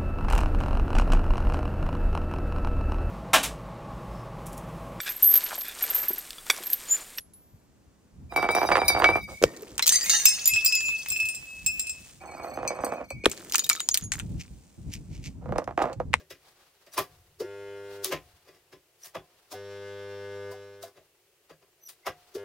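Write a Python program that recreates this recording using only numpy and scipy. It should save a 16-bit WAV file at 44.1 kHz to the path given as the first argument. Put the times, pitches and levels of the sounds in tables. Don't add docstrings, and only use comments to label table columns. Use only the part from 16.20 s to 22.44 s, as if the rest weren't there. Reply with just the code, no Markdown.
import sys
import numpy as np
from scipy import signal
from scipy.fft import rfft, irfft, next_fast_len
from scipy.io import wavfile

SR = 44100
rng = np.random.default_rng(int(sys.argv[2]) if len(sys.argv) > 2 else 0)


def store_wav(level_fs):
    pcm = np.round(np.clip(np.atleast_2d(level_fs), -1, 1) * 32767)
    wavfile.write(sys.argv[1], SR, pcm.T.astype(np.int16))


N = 275184

# current on and off in seconds, level in dB, creep in dB/s, looseness of the core
# sheets in dB on the high overtones, settling in dB/s.
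WELDS = [(1.186, 1.835, -41.5, 0, -0.3, 6.5), (3.307, 4.67, -42, 3.5, 3.5, 7),
         (6.14, 6.3, -40.5, -4, -6, 10)]
# multiple of BUZZ_HZ, relative level in dB.
BUZZ_A = [(1, -17), (2, -27), (3, -21), (4, 0), (5, -6.5), (6, -13.5), (7, -22.5), (8, -34.5), (9, -18),
          (10, -32), (11, -26), (12, -31.5), (13, -45), (14, -16), (15, -21.5), (16, -22.5), (17, -19),
          (18, -29.5), (19, -23), (20, -29), (21, -22), (22, -32), (23, -32), (24, -29.5), (25, -24.5),
          (26, -39), (27, -32), (28, -28), (29, -45.5), (30, -24)]
BUZZ_B = [(1, -7), (2, -16.5), (3, -19.5), (4, 2.5), (5, 0.5), (6, -7), (7, -25.5), (8, -19.5), (9, -14.5),
          (10, -19.5), (11, -22.5), (12, -14.5), (13, -23.5), (14, -23.5), (15, -11.5), (16, -16),
          (17, -13.5), (18, -21.5), (19, -23.5), (20, -29), (21, -16), (22, -26), (23, -28), (24, -25),
          (25, -39), (26, -26), (27, -20.5), (28, -36.5), (29, -25), (30, -26.5)]
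# frequency in Hz, relative level in dB.
CHATTER_A = [(3100, -31), (3500, -30), (3700, -40), (4100, -36.5), (4500, -47), (5300, -38.5), (6200, -42),
             (7700, -45.5), (9000, -45.5), (12000, -50)]
CHATTER_B = [(3100, -26), (3600, -23), (4000, -32.5), (4700, -31), (5300, -30.5), (6000, -35),
             (6300, -39.5), (7400, -40.5), (9000, -46.5), (12000, -47)]
# frequency in Hz, boost of the nearest overtone in dB.
SHEET_PEAKS = [(5400, 6), (7100, 8), (8900, -2)]
# peak time in seconds, pitch in Hz, level in dB, rise and t60 in seconds.
BOOMS = [(1.2095, 419, -22, 0.0037, 0.074), (1.2205, 468, -23, 0.0021, 0.03),
         (1.248, 368, -30.5, 0.015, .06), (1.905, 379.5, -29.5, 0.021, 0.069),
         (3.342, 743, -37.5, 0.0077, 0.1), (4.322, 999, -44.5, 0.0063, 0.1),
         (4.324, 624, -38, 0.0036, 0.043), (4.342, 757, -46, 0.0063, 0.11), (4.638, 671, -34, 0.0014, 0.1),
         (6.157, 386.6, -25, 0.0042, 0.04), (6.168, 429, -26, 0.0026, 0.045)]

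# time in seconds, level in dB, tilt in dB/octave, clang in dB, rise in seconds,
# frequency favoured by the strike point in Hz.
SLAMS = [(0.779, -32.5, 0.1, 2, 0.0058, 1650), (1.925, -32.5, -0.45, -6, 0.009, 520),
         (2.951, -43, -1.35, 1, 0.0046, 593), (5.867, -37, 0.4, 2, 0.0048, 1950)]
KNOCKS = [(0.004, -58.5, 0.0057, -3.5, 0.028, 1600), (0.104, -48, 1.8, -9, 0.0022, 2500),
          (0.666, -61.5, 0.81, -1, 0.0023, 600), (2.283, -58.5, 0.22, 0, 0.014, 365),
          (2.36, -65, 1.2, -0.5, 0.046, 380), (2.527, -55.3, -0.25, 0, 0.0055, 1730),
          (4.773, -60.5, -0.72, 2.5, 0.015, 640), (5.299, -56.5, -0.77, 3, 0.0044, 1640),
          (5.425, -68.5, -0.41, 2.5, 0.0092, 1140)]
TICKS = [(1.202, -46.5, -2.3, -6, 0.0047, 406), (3.32, -48.5, -0.28, 0, 0.007, 5400),
         (4.316, -59.5, 0.14, 2, 0.0056, 5400), (4.631, -53, 0.74, 1, 0.0064, 3950),
         (4.682, -66.5, -0.3, 5.5, 0.011, 5500), (6.15, -50.5, -1.3, -6, 0.0047, 402)]
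SLIPS = [(0.74, -51, -1, 0, 0.0098, 8900), (0.78, -41, 0.92, 0.0016, 0.002, 13400),
         (2.857, -52, -0.16, 0.02, 0.021, 9100), (5.69, -55.5, 1.2, 0, 0.0054, 7000)]
SPITS = [(1.849, -37.5, 0, 0, 0.0071, 5300)]
# events, base t60 in seconds, frame ring in dB, six band levels in dB.
CLACK_KINDS = [(SLAMS, 0.15, -1.2, (-12.5, -2.5, 0, -4.5, -9.5, -13.5)),
               (KNOCKS, 0.17, 1, (-9.5, 0.5, -7, -6, -8, -14)),
               (TICKS, 0.17, -7.5, (-25, -1.5, -4, -9.5, -1, -2)),
               (SLIPS, 0.18, -5.5, (-23, -21, -11, -7.5, -2.5, 0.5)),
               (SPITS, 0.21, -15, (-30.5, -10.5, -12.5, -11.5, -1, -1.5))]
CLACK_BANDS_HZ = [(55, 190), (280, 600), (600, 1400), (1400, 3200), (3200, 7000), (7000, 17000)]
# lag in seconds, t60 factor, side level in dB, level in dB.
BAND_TRAITS = [(0.011, 0.95, -10, -3.5), (0.0032, 0.9, -15.5, -1), (0.0017, 0.73, -13.5, 0),
               (0.0028, 0.89, -10.5, 0), (0.00011, 0.83, -5.5, -1), (.0003, 0.75, -1, -1.5)]
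# frequency in Hz, level over the crack in dB, t60 in seconds.
FRAME_MODES = [(156.3, 4, 0.16), (290, 1, 0.17), (374.3, 7.5, 0.13), (398.5, 9, 0.079), (518.6, 3, 0.078),
               (593.4, 2.5, 0.057), (651, 6, 0.031), (1031, 10, 0.13), (1144, 12, 0.072), (1254, -2, 0.11),
               (1640, 3, 0.045), (1836, 0, 0.089), (1972, 4, 0.06), (2470, 1, 0.12), (2795, -7, 0.086),
               (3430, 8, 0.089), (3854, 6.5, 0.048), (4696, 12.5, 0.035), (5316, 4, 0.012),
               (8980, 10, 0.0125), (9500, 11.5, 0.032), (10580, 21.5, 0.096), (12220, 13, 0.0075),
               (15000, -8, 0.0053)]
# frequency in Hz, level in dB, t60 in seconds.
HOOP_MODES = [(510, -8.5, 0.88), (718, 9, 0.67), (801, 3.5, 0.17), (936, -8, 0.38), (1890, -14, 0.51),
              (2864, -13, 1.0)]

# start in seconds, level in dB.
SNAPS = [(.7365, -33), (.7468, -33), (.7778, -15), (1.8459, -5.5), (2.859, -35)]
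# frequency in Hz, relative level in dB, t60 in seconds.
SNAP_MODES = [(5500, -6, .0014), (10000, 0, .0016), (13500, -3, .0016)]
# start and end in seconds, start and end pitch in Hz, level in dB,
# relative level of the octave in dB.
SQUEAKS = [(0.717, 0.752, 5880, 5940, -50.5, -17), (2.823, 2.856, 5840, 5840, -49.5, -23),
           (5.604, 5.679, 6020, 5930, -58.5, -1), (5.655, 5.685, 5910, 5700, -48, -3),
           (5.832, 5.872, 2070, 2280, -54, -26)]
# peak time in seconds, level in dB, rise and t60 in seconds.
SLIDES = [(0.275, -58.5, 0.055, 0.3), (0.41, -63.5, 0.17, 0.97), (0.62, -65, 0.067, 0.97),
          (0.92, -66.5, 0.044, 1.36), (1.75, -54, 0.093, 0.32), (2.07, -66, 0.084, 2.5),
          (3.16, -67, 0.36, 3.4), (4.85, -74.5, 0.056, 0.92), (6.08, -64.5, 0.28, 3)]
# peak time in seconds, level in dB, t60 in seconds.
SHAKES = [(0.13, -70, 0.78), (0.92, -61.5, 2), (1.98, -57, 0.84), (5.92, -78, 1.0)]
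# frequency in Hz, relative level in dB.
SCRAPE_SPECTRUM = [(300, -4), (700, 2.5), (1200, 0), (2200, -4.5), (4500, -4.5), (7000, -11.5),
                   (12000, -14), (16000, -15)]
RUMBLE_SPECTRUM = [(25, -16), (55, -0.5), (90, 5.5), (120, -2.5), (155, -0.5), (210, -21), (500, -30.5)]
ROOM_SPECTRUM = [(20, -31.5), (50, -33), (100, -9), (160, -7.5), (220, -25.5), (360, 1.5), (600, -6),
                 (1000, -18.5), (2000, -12.5), (2800, -11), (3600, -17), (6000, -16.5), (16000, -18)]

BUZZ_HZ = 100.03
OFF_DB, ATTACK_S, RELEASE_DB_PER_S = -31, 0.041, 317
GIVE_AT_S, GIVE_TAKES_S, GIVE_DB, GIVE_LOOSE_DB, SAG_DB_PER_S = 4.315, 0.02, -4.5, 4, 26.5
CLANG_HZ, CLANG_OCTAVES = 920, 0.6
HARD_BLOW_DB, TOP_MODES_HZ, TOP_LOSS_DB_PER_DB = -34, 7000, 0.66


def transformer_buzz(weld, orders, chatter, scatter_db=2, smear_rad=2.6, waver_db=1.59, sizzle_db=-27):
    on, level_db, loose_db = weld_course(weld)
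    t = T[on]
    hz = BUZZ_HZ * np.arange(1, 121)
    gain = spectrum_at(chatter, hz) * undb(scatter_db * rng.standard_normal(len(hz)))
    for order, line_db in orders:
        gain[order - 1] = undb(line_db)
    for peak_hz, boost_db in SHEET_PEAKS:
        gain[np.argmin(np.abs(hz - peak_hz))] *= undb(boost_db)
    gain /= np.sqrt(np.sum(gain ** 2) / 2)
    log_gain = np.log(np.r_[gain[0], gain, gain[-2::-1]])
    phase = -signal.hilbert(log_gain).imag[1:len(hz) + 1]
    phase += smear_rad * np.minimum(hz / 3000, 1) * rng.standard_normal(len(hz))
    drifts = [(wander(4.047) + 0.84 * wander(35))[on] for _ in range(12)]
    rad_per_hz = 2 * np.pi * (t - .0035)
    out = np.zeros((2, len(t)))
    for f, g, p in zip(hz, gain, phase):
        drift_db = waver_db * min(f / 1500, 2) * drifts[rng.integers(len(drifts))]
        waver = undb(drift_db + loose_db * min(f / 3000, 1) ** 2)
        apart_rad = min(0.016 + f / 9000, .8) * rng.choice([-1, 1])
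        out += g * waver * np.sin(f * rad_per_hz + p + np.array([[apart_rad], [-apart_rad]]))
    sizzle = wide_noise([(60, -1.5), (200, -6), (500, -1.5), (1600, -9), (3500, -15), (6000, -15),
                         (14000, -25.5)])[:, on]
    out += undb(sizzle_db) * sizzle * (1 + np.cos(BUZZ_HZ * rad_per_hz))
    track = np.zeros((2, N))
    track[:, on] = out * undb(level_db)
    return track


def weld_course(weld):
    start_s, stop_s, db, creep_db_per_s, loose_db, settle_db_per_s = weld
    on = (T >= start_s) & (T <= stop_s - OFF_DB / RELEASE_DB_PER_S)
    t = T[on]
    age_s = t - start_s
    since_give_s = np.maximum(t - GIVE_AT_S, 0) * (start_s < GIVE_AT_S < stop_s)
    given = np.minimum(since_give_s / GIVE_TAKES_S, 1)
    gate_db = OFF_DB * np.maximum(1 - age_s / ATTACK_S, 0) - RELEASE_DB_PER_S * np.maximum(t - stop_s, 0)
    level_db = db + gate_db + creep_db_per_s * age_s + GIVE_DB * given - SAG_DB_PER_S * since_give_s
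    return on, level_db, loose_db - settle_db_per_s * age_s + GIVE_LOOSE_DB * given


def casing_booms():
    return sum(undb(db) * swell(T - at_s, rise_s, t60_s) * np.cos(2 * np.pi * hz * (T - at_s))
               for at_s, hz, db, rise_s, t60_s in BOOMS)


def metal_clacks(lead_s=.08, grain_db=2, tail_db=-34, tail_t60_s=0.51, treble_left_db=0.2, hoop_db=-1):
    t = np.arange(int(.7 * SR)) / SR
    size = next_fast_len(2 * len(t))
    modes = np.array([ring([mode], t) for mode in FRAME_MODES])
    crack = signal.unit_impulse(len(t))
    hoop = undb(hoop_db) * ring(HOOP_MODES, t)
    bands = [rfft(butter(crack, 4, edges_hz, "band"), size) for edges_hz in CLACK_BANDS_HZ]
    pans_db = treble_left_db * np.linspace(0, 1, len(bands)) ** 2
    loudest = (t > lead_s - .015) & (t < lead_s + .045)
    band_hz = np.sqrt(np.prod(CLACK_BANDS_HZ, axis=1))
    octaves = np.log2(band_hz / 1500)
    clang = bump(band_hz, CLANG_HZ, CLANG_OCTAVES)
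    blows = [(*row, *traits) for rows, *traits in CLACK_KINDS for row in rows]
    out = np.zeros((2, N + 2 * SR))
    for at_s, blow_db, tilt_db_per_oct, clang_db, rise_s, favoured_hz, t60_s, ring_db, tone_db in blows:
        levels_db = blow_db + np.array(tone_db) + tilt_db_per_oct * octaves + clang_db * clang
        frame = undb(ring_db + frame_drive_db(blow_db, favoured_hz)) @ modes
        body = rfft(crack + hoop + frame, size)
        knots_s = t[::48]
        clumps = undb(grain_db * np.interp(t, knots_s, rng.standard_normal(len(knots_s))))
        start = SR + int((at_s - lead_s) * SR)
        for band, db, pan_db, traits in zip(bands, levels_db, pans_db, BAND_TRAITS):
            lag_s, stretch, side_db, band_db = traits
            age_s = t - lead_s - lag_s
            burst = clumps * swell(age_s, rise_s, t60_s * stretch)
            tail = undb(tail_db) * swell(age_s, rise_s, tail_t60_s)
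            force = (burst + tail) * rng.standard_normal((2, len(t)))
            rung = irfft(rfft(force, size) * band * body, size)[:, :len(t)]
            mid, side = rung / np.sqrt(np.mean(rung[:, loudest] ** 2, axis=1, keepdims=True))
            gains = undb(db + band_db + np.array([[pan_db], [-pan_db]]))
            out[:, start:start + len(t)] += gains * stereo(mid, undb(side_db) * side)
    return out[:, SR:SR + N]


def frame_drive_db(blow_db, favoured_hz, favour_db=8, favour_octaves=0.14, scatter_db=4.2):
    mode_hz = np.array(FRAME_MODES)[:, 0]
    drive_db = favour_db * bump(mode_hz, favoured_hz, favour_octaves)
    drive_db += scatter_db * rng.standard_normal(len(mode_hz))
    return drive_db - TOP_LOSS_DB_PER_DB * max(HARD_BLOW_DB - blow_db, 0) * (mode_hz > TOP_MODES_HZ)


def snaps(side_db=-10, low_cut_hz=3000):
    out = 0
    for start_s, level_db in SNAPS:
        age_s = np.maximum(T - start_s, 0)
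        snap = sum(undb(db) * np.sin(2 * np.pi * hz * age_s) * np.exp(-LN_1000 * age_s / t60_s)
                   for hz, db, t60_s in SNAP_MODES)
        snap = butter(snap + 1e-18, 2, low_cut_hz, "high")
        out += undb(level_db) * snap / np.abs(snap).max()
    arm_reflection = undb(side_db) * np.roll(out, 8)
    return stereo(out, arm_reflection)


def lever_squeaks(jitter=0.0093, rough_db=6):
    out = 0
    for start_s, end_s, start_hz, end_hz, db, octave_db in SQUEAKS:
        progress = np.clip((T - start_s) / (end_s - start_s), 0, 1)
        hz = (start_hz + (end_hz - start_hz) * progress ** 2) * (1 + jitter * wander(900))
        phase = 2 * np.pi * np.cumsum(hz) / SR
        envelope = undb(db + rough_db * wander(250)) * np.sin(np.pi * progress)
        out += envelope * (np.sin(phase) + undb(octave_db) * np.sin(2 * phase))
    return out


def strip_scrape(grip_db=-78, catch_db=2):
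    push_power = sum((undb(db) * swell(T - at_s, rise_s, t60_s)) ** 2
                     for at_s, db, rise_s, t60_s in SLIDES)
    envelope = np.sqrt(undb(grip_db) ** 2 + push_power)
    return wide_noise(SCRAPE_SPECTRUM) * envelope * undb(catch_db * wander(83))


def bench_rumble(rest_db=-85.5, rise_s=0.0616):
    shakes = sum(undb(db) * swell(T - at_s, rise_s, t60_s) for at_s, db, t60_s in SHAKES)
    return wide_noise(RUMBLE_SPECTRUM) * (undb(rest_db) + shakes)


def room_air(level_db=-69.5):
    return undb(level_db) * wide_noise(ROOM_SPECTRUM)


def undb(db):
    return 10 ** (np.asarray(db) / 20)


def butter(x, order, edges_hz, kind):
    return signal.sosfilt(signal.butter(order, edges_hz, kind, fs=SR, output="sos"), x)


def bump(hz, centre_hz, width_octaves):
    return np.exp(-(np.log2(hz / centre_hz) / width_octaves) ** 2)


def spectrum_at(points, hz):
    points_hz, db = np.transpose(points)
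    return undb(np.interp(np.log(hz + 1e-3), np.log(points_hz), db))


def noise(points):
    x = irfft(rfft(rng.standard_normal(N)) * spectrum_at(points, np.fft.rfftfreq(N, 1 / SR)), N)
    return x / np.sqrt(np.mean(x ** 2))


def stereo(mid, side):
    return np.array([mid + side, mid - side])


def wide_noise(points, spread_hz=2000):
    side = butter(noise(points), 1, spread_hz, "high")
    return stereo(noise(points), 0.93 * side)


def swell(t, rise_s, t60_s):
    return np.exp(np.minimum(t, 0) / rise_s - LN_1000 * np.maximum(t, 0) / t60_s)


def ring(modes, t):
    return sum(undb(db) * 2 * LN_1000 / (t60_s * SR)
               * np.cos(2 * np.pi * hz * t) * np.exp(-LN_1000 * t / t60_s) for hz, db, t60_s in modes)


def wander(rate_hz):
    knots_s = np.arange(0, N / SR + 1, 1 / rate_hz)
    return np.interp(T, knots_s, rng.standard_normal(len(knots_s)))


def scene(left_db=.5):
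    loads = [(BUZZ_A, CHATTER_A), (BUZZ_B, CHATTER_B), (BUZZ_A, CHATTER_A)]
    welds = sum(transformer_buzz(weld, *load) for weld, load in zip(WELDS, loads))
    mix = welds + casing_booms() + metal_clacks() + snaps() + lever_squeaks()
    mix += strip_scrape() + bench_rumble() + room_air()
    return mix * undb([[left_db], [-left_db]])


def record(dry, top_hz=15900):
    return signal.sosfilt(signal.ellip(10, .2, 80, top_hz, fs=SR, output="sos"), dry)


T = np.arange(N) / SR
LN_1000 = np.log(1000)

dry = scene()
out = record(dry)
store_wav(out)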